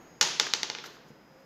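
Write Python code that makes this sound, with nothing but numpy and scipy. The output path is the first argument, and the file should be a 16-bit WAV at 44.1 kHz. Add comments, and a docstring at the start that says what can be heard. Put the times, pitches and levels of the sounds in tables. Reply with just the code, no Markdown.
"""A small hard toy ball drops on a table and bounces seven times, ever faster, softer and duller.
The microphone is close by, among cardboard boxes in a bare, live room. Each contact is a sharp click
that rings the table top, glances off the boxes and comes back from the walls.
Light knocks, brushes and a soft thump are heard as a hand reaches for the ball.
Behind it all lies quiet room tone with a few thin whines."""
import sys
import numpy as np
from scipy import signal
from scipy.fft import rfft, irfft, next_fast_len
from scipy.io import wavfile
from scipy.ndimage import uniform_filter1d, minimum_filter1d

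SR = 44100
rng = np.random.default_rng(int(sys.argv[2]) if len(sys.argv) > 2 else 0)


def wav_out(sig):
    """Save sig, one row per channel (or a flat mono array), as 16-bit PCM at SR to the path in sys.argv[1]."""
    wavfile.write(sys.argv[1], SR, np.round(np.clip(np.atleast_2d(sig).T, -1, 1) * 32767).astype(np.int16))


N = 63945


def amp(db):
    """Decibels to gain."""
    return 10 ** (np.asarray(db) / 20)


def unit(x):
    """Scale to rms 1."""
    return x / np.sqrt(np.mean(x ** 2) + 1e-20)


def along(points, hz):
    """Read (frequency, value) points on a log frequency axis."""
    f, v = np.transpose(points)
    return np.interp(np.log(hz + 1), np.log(f + 1), v)


def clock():
    """Seconds at every sample."""
    return np.arange(N) / SR


def decay(age, t60):
    """A fade that loses 60 dB in t60 seconds."""
    return np.exp(-np.log(1000) * abs(age) / t60)


def delay(hz, s):
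    """Response of a delay of s seconds."""
    return np.exp(-2j * np.pi * hz * s)


def filtered(x, response):
    """Pass x through a complex frequency response."""
    size = next_fast_len(2 * N)
    return irfft(rfft(x, size) * response(np.fft.rfftfreq(size, 1 / SR)), size)[:N]


def coloured(x, curve):
    """Equalise x with (frequency [Hz], gain [dB]) points."""
    return filtered(x, lambda hz: amp(along(curve, hz)))


def noise(spectrum):
    """Coloured noise of rms 1."""
    return unit(coloured(rng.standard_normal(N), spectrum))


def band(centre_hz, width_hz):
    """A narrow, fuzzy tone of rms 1."""
    return unit(filtered(rng.standard_normal(N), lambda hz: np.exp(-((hz - centre_hz) / width_hz) ** 2)))


def scatter(start_s, t60):
    """A dying cloud of echoes of energy 1."""
    age = clock() - start_s
    cloud = rng.standard_normal(N) * (age > 0) * decay(age, t60)
    return cloud / np.linalg.norm(cloud)


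def room_tone():
    """Low room noise with a few thin tones that waver in pitch."""
    # (frequency [Hz], relative level [dB])
    air_spectrum = [(25, -17.5), (60, -5.5), (90, -14.5), (140, 3), (300, 0.5), (600, -4), (1200, -10),
                    (2000, -13), (3500, -24), (6500, -26), (9000, -20.5), (13000, -14), (16000, -16.5)]
    # course of the noise: (time [s], level [dB])
    air_levels = [(0, -50.5), (.2, -54.5), (1.0, -54), (1.25, -55.5), (1.45, -54.5)]
    # faint tones: (start [s], end [s], centre [Hz], width [Hz], level [dB])
    whines = [(0, 0.2, 6620, 100, -68.5), (0.066, 1.45, 5030, 90, -74.5), (1.3, 1.45, 530, 18.7, -61),
              (0.74, 1.3, 1500, 16, -79)]
    t = clock()
    out = noise(air_spectrum) * amp(np.interp(t, *np.transpose(air_levels)))
    for start, end, centre_hz, width_hz, db in whines:
        phase = np.angle(signal.hilbert(band(centre_hz, width_hz)))
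        gate = uniform_filter1d(1. * ((t >= start) & (t <= end)), size=1000)
        out += amp(db) * unit(np.cos(phase)) * gate
    return out


def room_echo():
    """The bare room: first wall echoes, then a tail in which each frequency dies at its own speed."""
    # reverberation: (frequency [Hz], t60 [s])
    decay_times = [(150, 0.97), (400, 0.59), (1000, .6), (2800, 0.81), (5000, 0.66), (7000, 0.52),
                   (12000, 0.41)]
    # tone of the echoes: (frequency [Hz], gain [dB])
    colour = [(100, 9), (250, 4), (400, 13), (650, 1.5), (900, 2.5), (2200, -3.5), (3200, -2), (6500, -1),
              (9000, -4.5), (12500, -9), (15000, -5.5)]
    tail_db, rise_s, walls_db = -1.5, 0.0045, -8
    hz, t, spectra = signal.stft(rng.standard_normal(N), SR, nperseg=256)
    spectra *= decay(t, along(decay_times, hz)[:, None])
    tail = signal.istft(spectra, SR, nperseg=256)[1][:N]
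    tail *= 1 - np.exp(-clock() / rise_s)
    walls = amp(walls_db) * scatter(start_s=0.0105, t60=0.073)
    return coloured(walls + amp(tail_db) * tail / np.linalg.norm(tail), colour)


def contact(response, s, db, bright_hz):
    """A short push at time s into an impulse response; a softer touch lasts longer and is duller."""
    # spectrum of the push: (frequency [Hz], gain [dB])
    click = [(60, -43), (150, -14.5), (400, -14), (900, -5.5), (2000, -2.5), (4000, 0.5), (6500, 1),
             (10000, 6), (16000, 4.5)]
    boost_db, steepness = 10, 5

    def push(hz):
        return delay(hz, s) * amp(along(click, hz)) / np.sqrt(1 + (hz / bright_hz) ** steepness)
    return -amp(db + boost_db) * filtered(response, push)


def hand_thump():
    """The hand lands softly on the table: three low, short tones."""
    # (frequency [Hz], relative level [dB])
    tones = [(150, 10), (205, 5), (480, 3.5)]
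    start_s, rise_s, gain_db, low_cut_hz = 1.103, 0.0038, -46, 117
    age = np.maximum(clock() - start_s, 0)
    swell = (1 - np.exp(-age / rise_s)) * decay(age, t60=0.054)
    thump = swell * sum(amp(gain_db + db) * np.sin(2 * np.pi * hz * age) for hz, db in tones)
    return filtered(thump, lambda hz: 1 - np.exp(-(hz / low_cut_hz) ** 4))


def finger_brushes():
    """Fingers graze paper and card in brief swells of hiss."""
    # (time [s], level [dB], half length [s])
    strokes = [(0.443, -47.5, 0.0011), (.47, -40.5, .003), (.78, -71.5, .035), (.843, -46, 0.0032),
               (0.864, -41.5, .008), (.905, -57.5, 0.019), (.945, -55, .02), (1.09, -56.5, 0.014),
               (1.4, -64, .016)]
    # (frequency [Hz], relative level [dB])
    hiss = [(300, -16.5), (1500, 0.5), (3000, -5.5), (6000, 5.5), (9000, 9), (13000, 16), (16000, 4.5)]
    return noise(hiss) * sum(amp(db) / (1 + ((clock() - s) / half) ** 2) for s, db, half in strokes)


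def light_knocks():
    """Knocks on the boxes and the table: a tick, a short rattle of echoes, then the room."""
    # (time [s], strength [dB], brightness [Hz], room send [dB])
    knocks = [(0.2148, -9.5, 6960, -7), (0.2274, -10, 6500, -12), (0.4679, -10.5, 2500, -10),
              (0.8399, -17.5, 2470, -2), (0.8413, -16, 800, -3), (.8435, -23, 3500, 0),
              (0.8602, -24.5, 4250, -2.5), (.915, -38, 2404, -1), (.969, -30, 2000, -7)]
    # tone of the knocks: (frequency [Hz], gain [dB])
    colour = [(150, -2.5), (400, 5.5), (700, 5), (1100, 3.5), (1600, 9), (2400, -5.5), (4200, 2), (7000, 6),
              (13000, -3)]
    tick = amp(-5) * signal.unit_impulse(N)
    out = np.zeros(N)
    for s, db, bright_hz, room_db in knocks:
        response = tick + scatter(start_s=0, t60=0.022) + amp(room_db) * room_echo()
        out += contact(response, s, db, bright_hz)
    return coloured(out, colour)


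def table_ring(spread_db=0.5):
    """The table top rings in its modes, a little differently at each contact."""
    # (frequency [Hz], level [dB], t60 [s])
    modes = [(386.2, -32.5, .8), (465.2, -20.5, 0.082), (848.5, -21.5, 0.087), (930, -39, 0.55),
             (1214, -29, 0.032), (1437, -27.5, 0.11), (1776, -32, 0.093), (2095, -20.5, 0.033),
             (2457, -19.5, 0.014), (2916, -21.5, .045), (3568, -22, .025), (4490, -20, 0.024),
             (4680, -21, .022), (5904, -23.5, 0.042)]
    t = clock()
    return sum(amp(db + spread_db * rng.standard_normal()) * np.cos(2 * np.pi * hz * t) * decay(t, t60)
               for hz, db, t60 in modes)


def ball_ping(hz, rise_s=0.00062):
    """The ball's own very short note; it depends on the side that lands."""
    t = clock()
    swell = t * np.exp(-t / rise_s)
    return 2 * swell / swell.sum() * np.cos(2 * np.pi * hz * t)


def bouncing_ball():
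    """Each bounce: the click, its echoes off nearby boxes, the ping, the ringing table and the room."""
    # (time [s], strength [dB], brightness [Hz], room send [dB], table ring [dB], ping [Hz], ping [dB])
    bounces = [(0.2121, 1.5, 9000, 2.5, -11.5, 6620, 4.5), (0.3987, 2.5, 7200, -3.5, -14.5, 3620, -20),
               (.53698, -3.5, 7000, -1, -14.5, 3890, 7), (0.6322, -8, 6500, -1.5, -15, 3850, 0),
               (0.7003, -13, 4810, 1, -11, 4530, -1), (0.7502, -18, 3670, 2.5, -8, 3740, -14),
               (0.7864, -23.5, 3890, 7, -8.5, 3700, -10)]
    # echoes off things on the table: (delay [s], gain [dB])
    boxes = [(.00055, -6), (.00094, -25), (.00255, -22.5), (.0032, -20)]
    click = filtered(signal.unit_impulse(N), lambda hz: 1 + sum(amp(db) * delay(hz, s) for s, db in boxes))
    out = np.zeros(N)
    for s, db, bright_hz, room_db, ring_db, ping_hz, ping_db in bounces:
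        near = click + amp(ping_db) * ball_ping(ping_hz) + amp(ring_db) * table_ring()
        near += amp(-2) * scatter(start_s=0.00017, t60=0.0091)  # finer echoes between the boxes
        out += contact(near + amp(room_db) * room_echo(), s, db, bright_hz)
    # a thin, high ring hangs on after the first landing
    age = clock() - bounces[0][0]
    shimmer = (age > 0) * decay(age, t60=0.55) * band(centre_hz=9900, width_hz=650)
    return out + amp(-31.5) * shimmer


def scene():
    """Ball, hand and room at one microphone near the table."""
    return (bouncing_ball() + light_knocks() + finger_brushes() + hand_thump() + room_tone())[None]


def record(dry):
    """A microphone with weak top treble, a fast peak limiter and a band limit."""
    # (frequency [Hz], gain [dB])
    mic_response = [(20, -1.5), (6700, 1), (7400, -8.5), (8300, -20), (9500, -24.5), (12000, -16),
                    (15000, -19.5), (16500, -38)]
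    ceiling, look_ahead_s, top_hz = 1, 0.00075, 16600
    x = coloured(dry[0], mic_response)
    span = int(look_ahead_s * SR)
    allowed_gain = np.minimum(1, ceiling / (abs(x) + 1e-9))
    gain = uniform_filter1d(minimum_filter1d(allowed_gain, 2 * span), span)
    return filtered(x * gain, lambda hz: hz < top_hz)[None]


dry = scene()
out = record(dry)
wav_out(out)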